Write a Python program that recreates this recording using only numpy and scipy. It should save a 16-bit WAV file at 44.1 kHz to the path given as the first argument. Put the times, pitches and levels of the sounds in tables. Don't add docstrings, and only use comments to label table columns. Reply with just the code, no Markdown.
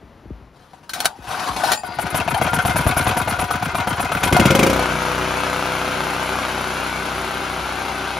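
import sys
import numpy as np
from scipy import signal
from scipy.fft import rfft, irfft, next_fast_len
from scipy.io import wavfile
from scipy.ndimage import uniform_filter1d

SR = 44100
rng = np.random.default_rng(int(sys.argv[2]) if len(sys.argv) > 2 else 0)


def store_pcm(level_fs):
    pcm = np.round(np.clip(level_fs, -1, 1) * 32767).astype(np.int16)
    wavfile.write(sys.argv[1], SR, np.atleast_2d(pcm).T)


N = 361179
TIME = np.arange(N) / SR
BURST_TIME = TIME[:SR // 2]

RETREAT_S = 5.84
def engine():
    firings, period, cycles = crank()
    pace = np.clip(period[-1] / period, 0, 1)
    speed = np.interp(cycles - .3, np.arange(len(firings)), pace)
    running = np.clip((TIME - firings[0]) / 0.019, 0, 1)
    away_s = np.maximum(TIME - RETREAT_S, 0)
    valve_gear = running * rattle(firings, period, pace, cycles, speed)
    airways = running * (hiss(cycles, speed) + fan(speed))
    block = running * frame_hum(cycles, speed, away_s)
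    block += knocks(firings, period, pace) + bark(firings, speed) + putts(firings, period, pace)
    block += running * exhaust(firings, period, pace, speed)
    valve_gear += clanks(firings, period, pace) + clacks()
    return amp(-1.24 * away_s) * block + amp(-.65 * away_s) * valve_gear + amp(.06 * away_s) * airways

# start_s, extra_knock_db, extra_thump_db, extra_hiss_db
CHUGS = [(1.835, 4, 11, 11), (1.988, 9, -1, 5.5), (2.145, 9.5, 2, 6), (2.278, 8, 0, -5), (2.414, 7, -.5, 0),
         (2.533, 6.5, 2, -0.5), (2.651, 8, 1, 3), (2.759, 4, 3, 2.5), (2.866, 4.5, 5, 7.5),
         (2.966, 2, 3.5, 3), (3.067, 6.5, 3, 7), (3.168, 4, 2, -1), (3.276, 1, 1.5, 0), (3.389, 0, -1, 1.5),
         (3.506, 4.5, -1, 1), (3.625, 2, 0, -5), (3.747, 4, -1, 0), (3.872, 3.5, -1, -5), (3.997, 6, 3, 2),
         (4.117, 2.5, 1.5, -3)]
# time_s, speed_rpm
CRANK_SPEED = [(4.2324, 1069.0), (4.36, 1671.0), (4.61, 3162.0), (4.72, 3796.0), (4.9, 3692.0),
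               (5.4, 3786.0), (5.9, 3788.0), (6.2, 3768.0), (7.15, 3784.0), (7.7, 3749.0), (8.19, 3790.0)]
def crank():
    slow_s = [row[0] for row in CHUGS] + [CRANK_SPEED[0][0]]
    rpm = np.interp(TIME, *np.transpose(CRANK_SPEED), left=0)
    cycles = np.interp(TIME, slow_s, np.arange(len(slow_s))) + np.cumsum(rpm) / (120 * SR)
    firings = np.interp(np.arange(int(cycles[-1]) + 1), cycles[cycles > 0], TIME[cycles > 0])
    period = np.diff(firings)
    return firings, np.append(period, period[-1]), cycles

def chug_extras(times):
    start_s, *extras = np.transpose(CHUGS)
    knots_s = np.append(start_s, CRANK_SPEED[0][0])
    return [np.interp(times, knots_s, np.append(db, 0)) for db in extras]

# time_s, effort_db
EFFORT = [(1.835, -13), (2.08, -2.5), (2.5, 1), (2.72, 2.5), (3.05, 1.5), (3.55, -1.5), (4.12, -0.8),
          (4.33, 9), (4.5, 11), (4.66, 11.5), (4.86, 2.5), (5.3, 1.63), (8.19, -2)]
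def effort(times):
    return np.interp(times, *np.transpose(EFFORT))

def level(law, times, speed):
    base_db, db_per_effort_db, ceiling_db, full_speed_db = law
    return base_db + db_per_effort_db * np.minimum(effort(times), ceiling_db) + full_speed_db * speed

# base_db, db_per_effort_db, ceiling_db, full_speed_db
KNOCK_LAW = (-18, 0.6, 3.5, -12.5)
# frequency_hz, level_db
THOCK_SPECTRUM = [(250, -17), (520, -20), (650, 8), (770, 9.5), (1000, -1), (1250, -3), (1550, -13),
                  (1900, -23), (2600, -17.5), (6000, -28.5), (12000, -35)]
RAP_SPECTRUM = [(150, -19), (300, -11), (470, -21), (620, 1), (1100, 5), (1550, -1.5), (1800, -8),
                (2300, -7), (4000, -11), (9000, -35)]
# pitch_hz, bandwidth_hz, level_db
CASE_MODES = [(705, 71, 4.5), (862, 35, -9), (952, 13, -20), (1428, 17, -2.5), (1780, 37, -32),
              (2100, 41, -34), (2530, 86, -30)]
def knocks(firings, period, pace):
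    firing_db = level(KNOCK_LAW, firings, pace) + chug_extras(firings)[0]
    thock = spread(pulses(firings, amp(firing_db - 3 - 9.7 * pace ** 2)), burst(0.069, 0.0025) ** 2)
    thock *= patchy(noise(THOCK_SPECTRUM), depth_db=3, width_hz=200, length_s=0.028)
    times = np.append(firings, firings + .5 * period)
    knock_db = np.append(firing_db, firing_db - 6)
    pace = np.tile(pace, 2)
    scatter_db = 2.2 * rng.standard_normal(len(times))
    blows = pulses(times, amp(knock_db + scatter_db) * pace ** 2)
    grit = amp(-1.5) * spread(blows, burst(0.013, 0.00027)) * noise(BARK_SPECTRUM)
    rap = amp(38) * filtered(blows, lambda hz: amp(along(RAP_SPECTRUM, hz)) * (1 + hz / 100) ** -3j)
    return rap + grit + thock + strike(CASE_MODES, times, knock_db - 3 - 14 * pace ** 3, rough=0.96)

# cycle_share, level_db, db_per_effort_db, full_speed_db
STROKES = [(0, 2, 0, -2), (.31, 0.5, -0.26, -3.5), (0.518, -12.5, -0.3, 10), (.88, -4, -0.1, -6.5)]
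# pitch_hz, bandwidth_hz, level_db
MUFFLER_MODES = [(65, 35, -8), (160, 74, -3.5), (260, 150, -2.5), (366, 53, -2), (512, 85, -11)]
# frequency_hz, level_db
ROCK_SPECTRUM = [(35, -4.5), (70, 1), (110, 5.5), (220, -1), (380, -42), (520, -9.5), (1200, -65)]
# base_db, db_per_effort_db, ceiling_db, full_speed_db
PUFF_LAW = (-41, 1.93, 14, 3.5)
ROCK_LAW = (-33, 1.37, 15, 3)
def exhaust(firings, period, pace, speed):
    share, stroke_db, db_per_effort_db, full_speed_db = np.transpose(STROKES)
    period, pace = period[:, None], pace[:, None]
    times = firings[:, None] + period * share
    push_db = stroke_db + db_per_effort_db * effort(firings)[:, None] + full_speed_db * pace ** 4
    scatter_db = rng.standard_normal(times.shape) * (2 - pace)
    pushes = pulses(times, amp(push_db + scatter_db) * np.sqrt(period))
    turbulence = unit(spread(pushes, burst(0.04, 0.0012)) * rng.standard_normal(N))
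    puffs = unit(resonate(unit(pushes) + (.6 - 0.5 * speed) * turbulence, MUFFLER_MODES))
    puffs *= amp(level(PUFF_LAW, TIME, speed))
    rocking = unit(spread(pushes, burst(0.071, 0.002))) * noise(ROCK_SPECTRUM)
    rocking *= amp(level(ROCK_LAW, TIME, speed)) * np.clip(1.1 - speed ** 2, 0, 1)
    return amp(chug_extras(TIME)[1]) * (puffs + rocking)

# frequency_hz, level_db
BARK_SPECTRUM = [(150, -17), (450, -6), (900, 5), (1700, -3), (2500, 5.5), (4500, -7), (8000, -3.5),
                 (15000, -13.5)]
# pitch_hz, level_db, t60_s
PIPE_MODES = [(331, -2.5, .045), (417, -5, 0.038), (534, -0.5, 0.087)]
CHOKE_OPEN_S, GOVERNOR_S, SHUT_DB_PER_S = 4.2, 4.644, 99
def bark(firings, speed):
    times = firings[firings > CHOKE_OPEN_S]
    shut_db = SHUT_DB_PER_S * np.maximum(times - GOVERNOR_S, 0)
    strokes = pulses(times - .001, amp(-14.5 - shut_db))
    crack = spread(strokes, burst(0.048, 0.0075) ** 2) * noise(BARK_SPECTRUM)
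    boom = sum(amp(db) * burst(t60, 0.013) * np.sin(2 * np.pi * hz * BURST_TIME)
               for hz, db, t60 in PIPE_MODES)
    return crack + amp(2.5) * speed ** 2 * spread(strokes, boom)

def putts(firings, period, pace, high_hz=1003, low_hz=69.4, fall_s=0.00856):
    pitch_hz = low_hz + (high_hz - low_hz) * np.exp(-BURST_TIME / fall_s)
    putt = burst(.16, .03) ** 2 * np.sin(2 * np.pi * np.cumsum(pitch_hz) / SR)
    db = -20 + np.minimum(effort(firings), 3) - 24 * pace ** 2
    return spread(pulses(firings, amp(db - 5.5)) + pulses(firings + .29 * period, amp(db)), putt)

# firing_multiple, level_db, drift_db_per_s
HUM_HARMONICS = [(2, -0.5, 4.5), (3, -7, 3), (5, 0.5, 2), (7, -5, 4), (9, -6, 2), (12, 2, 2),
                 (16, 0.5, -10), (20, -4.5, -2), (25, -8, 8)]
# base_db, db_per_effort_db, ceiling_db, full_speed_db
HUM_LAW = (-37, 2.5, 4, -2)
def frame_hum(cycles, speed, away_s):
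    hum = np.zeros(N)
    for multiple, db, drift in HUM_HARMONICS:
        gain = amp(db + drift * away_s + 2.5 * wobble(22))
        hum += gain * np.cos(multiple * (2 * np.pi * cycles + 0.031 * wobble(40)))
    return amp(level(HUM_LAW, TIME, speed)) * speed ** 4 * hum

# cycle_share, slow_rattle_db, fast_rattle_db, hiss_db
CYCLE_CONTOURS = [(0, 1.5, -1, -12), (.06, 10.5, 1.5, 6), (.15, -4, -3, 8.5), (.22, 6, 1, 9.5),
                  (.3, 6.5, -0.5, 0.5), (.4, -2.5, 1, -17), (.48, 6.5, -2.5, -5.5), (.62, 1.5, -1.5, -10.5),
                  (.8, -0.5, -2, -2), (.93, -3.5, -1, -20.5)]
def contours(cycles):
    share, *columns = np.transpose(CYCLE_CONTOURS)
    return [np.interp(cycles % 1, share, db, period=1) for db in columns]

def flicker(db, speed):
    return unit(amp(db + (1.19 - speed) * 3.3 * wobble(55)))

# frequency_hz, level_db
RATTLE_SPECTRUM = [(250, -14), (550, -1), (720, -0.5), (880, 0.5), (1150, 0.5), (1480, 1), (1620, -1),
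                   (1830, -10.5), (2200, -4), (3000, -8), (4200, -17.5), (7000, -17), (9500, -36)]
# pitch_hz, bandwidth_hz, level_db
COVER_MODES = [(730, 19, 3), (807, 21, -1), (948, 10.6, 4.5), (995, 7.8, 5.5), (1200, 49, -14.5),
               (1407, 14.4, 5.5), (1485, 29, -2.5), (2110, 53, -4), (2520, 17, -9), (3250, 72, -11.5),
               (4420, 20, -27)]
# base_db, db_per_effort_db, ceiling_db, full_speed_db
RATTLE_LAW = (-32.5, 0.85, 3, 5.5)
def rattle(firings, period, pace, cycles, speed, count=90):
    slow_db, fast_db, _ = contours(cycles)
    gate = flicker(slow_db * (1 - speed ** 2) + fast_db * speed ** 2, speed)
    loose = np.clip(1 - pace / .9, 0, 1)
    share = (np.arange(count) + rng.random(count)) / count
    force = rng.choice([-1, 1], count) * amp(2 * rng.standard_normal(count))
    chance = rng.standard_normal((len(firings), 2, count))
    jitter_s = (.00012 + .001 * loose[:, None]) * chance[:, 0]
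    times = firings[:, None] + period[:, None] * share + jitter_s
    contacts = unit(pulses(times, force * amp(2 * chance[:, 1]) * np.sqrt(period[:, None]))) * gate
    scrape = unit(spread(np.abs(contacts), burst(0.011, 0.0006)) * rng.standard_normal(N))
    slack = np.interp(TIME, firings, loose)
    hits = (1 - 0.95 * slack) * unit(contacts) + (.5 + 0.85 * slack) * scrape
    ring = (0.051 + 1.57 * slack) * unit(resonate(hits, COVER_MODES))
    return amp(level(RATTLE_LAW, TIME, speed)) * (coloured(hits, RATTLE_SPECTRUM) + ring)

# base_db, db_per_effort_db, ceiling_db, full_speed_db
CLANK_LAW = (-30.5, 1.69, 8, 10.5)
def clanks(firings, period, pace):
    chance = rng.standard_normal((len(firings), 2, 3))
    share = [.28, .44, .54] + 0.0151 * chance[:, 0]
    times = firings[:, None] + period[:, None] * share
    db = (level(CLANK_LAW, firings, pace) - 30 * pace ** 2)[:, None] + 3 * chance[:, 1]
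    return strike(COVER_MODES, times.ravel(), db.ravel(), rough=1.0)

# start_s, snap_db, cover_db
CLACKS = [(1.994, -17, -27), (2.066, -16, -36), (2.148, -19, -25), (2.1765, -22, -25), (2.2, -12.5, -22),
          (2.2825, -15, -24), (2.3141, -24, -19), (2.344, -9.5, -20), (2.415, -17, -16.5),
          (2.4633, -19, -21), (2.534, -16, -26), (2.5641, -24, -32), (2.587, -12, -22),
          (2.6549, -17, -18.5), (2.6773, -17, -25), (2.6943, -11.5, -20), (2.763, -12, -17),
          (2.7888, -17, -17), (2.8094, -17, -19), (2.8694, -18, -20), (2.8903, -14, -17),
          (2.9092, -10.5, -23), (2.9666, -24, -19), (2.9921, -20, -20), (3.01, -17, -19),
          (3.0244, -18, -22), (3.0699, -17, -19), (3.0939, -20, -17), (3.1094, -18, -21),
          (3.1702, -21, -14), (3.2, -22, -17), (3.2144, -16, -20), (3.2777, -16, -21), (3.3094, -21, -18),
          (3.3234, -21, -23), (3.3907, -18, -18), (3.4216, -23, -23), (3.44, -19, -20), (3.5089, -17, -14),
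          (3.5548, -16, -19), (3.626, -21, -19.5), (3.6566, -15, -20), (3.7513, -12, -18),
          (3.7823, -17, -23), (3.8, -19, -20), (3.874, -15, -20), (3.905, -23, -28), (3.9294, -16.5, -26),
          (4.0024, -20, -23), (4.027, -21, -21), (4.0465, -14, -18), (4.1185, -10.5, -19),
          (4.149, -16, -18), (4.1694, -18, -22), (4.2428, -8, -21), (4.2747, -13, -14)]
# frequency_hz, level_db
VALVE_SPECTRUM = [(400, -23), (1000, -2), (1850, 1), (2400, 4.5), (3600, -0.5), (6500, -16), (9000, -7),
                  (15000, -30)]
COVER_SPECTRUM = [(500, -14), (900, -5), (1200, -6.5), (1480, 2), (1800, -19.5), (3000, -24.5)]
# pitch_hz, bandwidth_hz, level_db
STEEL_MODES = [(1527, 24, 1.5), (2380, 62, 5), (3070, 70, -3.5), (3820, 85, 3.5), (4330, 130, -2.5),
               (5670, 94, 3.5), (9330, 230, 3)]
def clacks():
    times, snap_db, cover_db = np.transpose(CLACKS)
    snap = spread(pulses(times, amp(snap_db - 12)), burst(0.041, 0.0009))
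    snap *= patchy(noise(VALVE_SPECTRUM), depth_db=5, width_hz=480, length_s=.04)
    cover = spread(pulses(times, amp(cover_db - 2)), burst(0.039, 0.00064))
    cover *= patchy(noise(COVER_SPECTRUM), depth_db=3.5, width_hz=200, length_s=.03)
    return snap + 1.5 * resonate(snap, STEEL_MODES) + cover + 0.49 * resonate(cover, COVER_MODES)

# frequency_hz, level_db
HISS_SPECTRUM = [(2000, 7), (4500, -1), (7200, 3.5), (10000, 17), (12500, 7), (15500, -4)]
# base_db, db_per_effort_db, ceiling_db, full_speed_db
HISS_LAW = (-37, 1.66, 0.5, -3.5)
def hiss(cycles, speed):
    gusts = flicker((1.24 - speed) * contours(cycles)[2], speed)
    return amp(level(HISS_LAW, TIME, speed) + chug_extras(TIME)[2]) * gusts * noise(HISS_SPECTRUM)

# frequency_hz, level_db
FAN_SPECTRUM = [(35, -26), (70, -21), (400, 5), (460, -11), (700, 1.5), (1200, -7), (1480, 4.5),
                (1650, -10.5), (1830, -7.5), (2100, -4), (2500, -14), (4200, -8.5), (7000, -29.5),
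                (15000, -45)]
# base_db, db_per_effort_db, ceiling_db, full_speed_db
FAN_LAW = (-35, 0.53, -5, 5.5)
def fan(speed):
    return amp(level(FAN_LAW, TIME, speed)) * noise(FAN_SPECTRUM)

# start_s, snap_db, t60_s, case_knock_db, cup_ring_db
CLICKS_AND_BANGS = [(.734, -64, 0.092, -40.5, -80), (0.893, -29, 0.078, -60, -62),
                    (0.934, -25, 0.12, -54, -49), (1.003, -16.5, 0.029, -29, -65),
                    (1.046, -23, 0.052, -23, -56), (1.055, -9, 0.029, -19.5, -62),
                    (1.637, -26.5, 0.31, -13.5, -50), (1.69, -36, .05, -28, -52),
                    (1.718, -14.5, 0.075, -15, -32), (1.733, -27, 0.032, -26, -58),
                    (4.366, -21.5, 0.049, -10, -58), (4.795, -23.5, 0.01, -18.5, -70)]
# frequency_hz, level_db
SNAP_SPECTRUM = [(200, -11.5), (520, -9), (700, -5), (1100, 2), (1600, 2.5), (2500, -5.5), (4300, 0),
                 (6000, -4), (9500, -5.5), (15500, -7.5)]
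# pitch_hz, level_db, t60_s
CUP_MODES = [(636, 2, 0.19), (860, -3, 0.57), (1850, -13, 0.88), (2530, -15, 0.8), (4800, -12, 1.2),
             (2650, -15, .8), (7170, 3, 0.28), (7200, 2, 0.27), (8860, -2, 0.31)]
def clicks_and_bangs():
    envelope = sum(np.pad(amp(db) * burst(t60, 0.00035), (round(start_s * SR), N))[:N]
                   for start_s, db, t60, _, _ in CLICKS_AND_BANGS)
    snaps = envelope * noise(SNAP_SPECTRUM)
    times, _, _, knock_db, ring_db = np.transpose(CLICKS_AND_BANGS)
    cup = sum(amp(db) * burst(t60, 0.00056) * narrowband(hz, 67, BURST_TIME)
              for hz, db, t60 in CUP_MODES)
    ring = spread(pulses(times, amp(ring_db)), cup) * amp(4 * wobble(220))
    knock = strike(CASE_MODES, times, knock_db, rough=0.75)
    return 1.1 * snaps + 2 * resonate(snaps, STEEL_MODES) + knock + ring

# frequency_hz, level_db
CORD_SPECTRUM = [(60, -26), (250, -5), (520, -9), (720, 1), (1100, -2.5), (2000, -10), (4000, -13),
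                 (7000, -19), (10000, -19), (15000, -31)]
# start_s, length_s, rasp_db, swell_db, pulley_db, pulley_start_hz, pulley_end_hz
TUGS = [(0.524, 0.41, -52, 3, -77, 690, 726), (0.938, 0.14, -30, 0, -33.5, 726, 844),
        (1.15, 0.14, -48, 14, -64, 880, 930), (1.268, 0.216, -27.5, 5, -38, 1105, 1041),
        (1.51, 0.19, -29.5, 13.5, -39, 1050, 800)]
def cord():
    slips = spread(rng.exponential(1, N) * (rng.random(N) < 160 / SR), burst(0.095, .0004))
    rasp = noise(CORD_SPECTRUM) * (1 + 0.91 * unit(slips))
    rasp = patchy(rasp, depth_db=3, width_hz=300, length_s=0.02)
    shake = amp(-21 + 4 * wobble(12)) * noise(ROCK_SPECTRUM)
    pull = np.zeros(N)
    for start_s, length_s, rasp_db, swell_db, *_ in TUGS:
        progress = np.clip((TIME - start_s) / length_s, 0, 1)
        pull += amp(rasp_db + swell_db * progress) * tug(start_s, length_s, stop_db_per_s=208.5)
    return pull * (0.6 * rasp + 0.3 * unit(resonate(rasp, COVER_MODES)) + shake)

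def pulley():
    whirr = np.zeros(N)
    for start_s, length_s, _, _, db, start_hz, end_hz in TUGS:
        pitch_hz = np.interp(TIME, [start_s, start_s + length_s], [start_hz, end_hz])
        whirr += amp(db) * tug(start_s, length_s, stop_db_per_s=134.5) * narrowband(pitch_hz, 220, TIME)
    return whirr

def tug(start_s, length_s, stop_db_per_s, attack_s=0.014, surge_hz=7.1):
    t = TIME - start_s
    surge_db = -0.5 * np.cos(2 * np.pi * surge_hz * np.clip(t, 0, length_s))
    return np.clip(t / attack_s, 0, 1) * amp(surge_db - stop_db_per_s * np.maximum(t - length_s, 0))

# start_s, length_s, pitch_hz, bandwidth_hz,
# level_db
HOUSING_SOUNDS = [(1.338, .025, 1430, 397, -28), (1.369, 0.024, 835, 200, -28), (1.414, 0.024, 1390, 600, -30),
                  (1.451, 0.033, 4500, 2520, -37), (1.471, 0.048, 1064, 353, -24), (1.628, 0.034, 788, 200, -18),
                  (1.655, .04, 5200, 350, -36), (1.684, 0.017, 1540, 397, -26), (2.343, 0.05, 797, 198, -18),
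                  (2.591, 0.026, 1487, 196, -19.5)]
# start_s, level_db
REWIND_TICKS = [(2.103, -29), (2.376, -29), (2.488, -44)]
def reel():
    times, tick_db = np.transpose(REWIND_TICKS)
    sound = spread(pulses(times, amp(tick_db)), burst(0.029, 0.0018)) * noise(HISS_SPECTRUM)
    for start_s, length_s, hz, width_hz, db in HOUSING_SOUNDS:
        t = TIME[:int(length_s * SR)]
        squawk = amp(db) * np.sin(np.pi * t / length_s) * narrowband(hz, width_hz, t)
        sound[round(start_s * SR):][:len(t)] += squawk
    return sound

# start_s, level_db
HAND_BUMPS = [(0.028, -39), (0.238, -42), (.256, -31.5), (0.305, -24), (0.412, -38), (1.027, -46),
              (1.188, -33.5), (1.49, -25.5)]
def handling():
    times, db = np.transpose(HAND_BUMPS)
    pitch_hz = 55 + 450 * np.exp(-BURST_TIME / 0.0066)
    thud = burst(0.29, 0.00068) * np.sin(2 * np.pi * np.cumsum(pitch_hz) / SR)
    return spread(pulses(times, amp(db - 1.5)), thud)

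# frequency_hz, level_db
AIR_SPECTRUM = [(25, 3), (60, 1.5), (180, 1), (400, -5.5), (1000, -10), (2500, -20.5), (7000, -34),
                (15000, -39)]
def yard():
    return amp(np.interp(TIME, [.4, .55], [-46, -50])) * noise(AIR_SPECTRUM)

def reflections(x, t60, wet_db, size=8192):
    hop = size // 2
    pieces = signal.stft(x, nperseg=size, nfft=2 * size)[2].T
    tails = rng.standard_normal((2, len(pieces), hop)) * burst(t60, 0.0017)[:hop]
    tails /= np.linalg.norm(tails, axis=-1, keepdims=True)
    tails = signal.sosfilt(signal.butter(1, 800, "high", fs=SR, output="sos"), tails)
    echoes = irfft(pieces * rfft(tails, 2 * size)) * hop
    at = (np.arange(len(pieces))[:, None] * hop + np.arange(2 * size)).ravel()
    return x + amp(wet_db) * np.array([np.bincount(at, echo.ravel())[hop:][:N] for echo in echoes])

def strike(modes, times, db, rough):
    scatter_db = rng.standard_normal((len(times), len(modes)))
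    contact = burst(0.04, 0.00028)
    grind = spread(pulses(times, amp(db)), contact / np.linalg.norm(contact)) * rng.standard_normal(N)
    blows = [pulses(times, amp(db + column)) for column in scatter_db.T]
    return amp(40.5) * sum(resonate(x + rough * grind, [mode]) for x, mode in zip(blows, modes))

def resonate(x, modes):
    return sum((-1) ** k * amp(db) * signal.lfilter(*signal.iirpeak(hz, hz / width_hz, fs=SR), x)
               for k, (hz, width_hz, db) in enumerate(modes))

def patchy(x, depth_db, width_hz, length_s):
    hz, t, spectra = signal.stft(x, SR, nperseg=256)
    knots = rng.standard_normal((200, 1500))
    rows = np.minimum(hz / width_hz, 199).astype(int)
    columns = (t / length_s).astype(int) % 1500
    field = uniform_filter1d(knots[rows][:, columns], size=2, axis=0)
    field = uniform_filter1d(field, size=3, axis=1)
    return unit(signal.istft(spectra * amp(depth_db * field), SR, nperseg=256)[1][:N])

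def narrowband(hz, width_hz, t):
    phase = 2 * np.pi * np.cumsum(np.broadcast_to(hz, t.shape)) / SR
    a, b = (np.interp(t * width_hz, np.arange(4000), knots) for knots in rng.standard_normal((2, 4000)))
    return unit(a * np.sin(phase) + b * np.cos(phase))

def wobble(rate_hz):
    knots = rng.standard_normal(int(N * rate_hz / SR) + 2)
    return np.interp(TIME * rate_hz, np.arange(len(knots)), knots)

def burst(t60, attack_s):
    shape = amp(-60 * BURST_TIME / t60) * (1 - np.exp(-BURST_TIME / attack_s))
    return shape / shape.max()

def pulses(times, sizes):
    at = np.clip(np.round(np.ravel(times) * SR).astype(int), 0, N)
    return np.bincount(at, np.ravel(sizes), N + 1)[:N]

def spread(x, shape):
    return signal.oaconvolve(x, shape)[:N]

def noise(spectrum):
    return coloured(rng.standard_normal(N), spectrum)

def coloured(x, spectrum):
    return unit(filtered(x, lambda hz: amp(along(spectrum, hz))))

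def filtered(x, response):
    size = next_fast_len(N + SR // 4, real=True)
    return irfft(rfft(x, size) * response(np.fft.rfftfreq(size, 1 / SR)), size)[..., :N]

def along(points, hz):
    knots_hz, values = np.transpose(points)
    return np.interp(np.log(hz + 1), np.log(knots_hz + 1), values)

def unit(x):
    return x / np.sqrt(np.mean(x ** 2) + 1e-20)

def amp(db):
    return 10 ** (np.asarray(db) / 20)

def scene():
    generator = engine() + cord() + clicks_and_bangs() + pulley() + reel()
    return reflections(generator, t60=.06, wet_db=-4.5) + handling() + yard()

# time_s, left_minus_right_db
PAN = [(.3, 0.5), (1.5, 1.1), (2.2, 1.2), (2.8, -0.6), (5.3, -0.9)]
# frequency_hz, left_minus_right_db
PORT_TILT = [(60, 3.2), (380, 3.1), (700, 4.7), (2400, 4.9), (8000, 0.6)]
# frequency_hz, left_lead_rad
PORT_LEAD = [(60, 0), (600, .2), (1700, -.3), (2800, .2), (5900, 0), (7240, -1.8), (8200, -3.1),
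             (11500, -6.3), (14500, -9.4)]
def record(dry, low_cut_hz=42, top_hz=15700):
    side = np.array([[.5], [-.5]])
    tilt = lambda hz: amp(side * along(PORT_TILT, hz))
    lead = lambda hz: np.exp(1j * (side + .5) * along(PORT_LEAD, hz))
    low_cut = lambda hz: hz ** 3 / np.sqrt(hz ** 6 + low_cut_hz ** 6)
    panned = dry * amp(side * np.interp(TIME, *np.transpose(PAN)))
    ports = filtered(panned, lambda hz: tilt(hz) * lead(hz) * low_cut(hz))
    rounded = ports / (1 + np.abs(ports / .92) ** 4) ** .25
    return filtered(rounded, lambda hz: hz < top_hz)

dry = scene()
out = record(dry)
store_pcm(out)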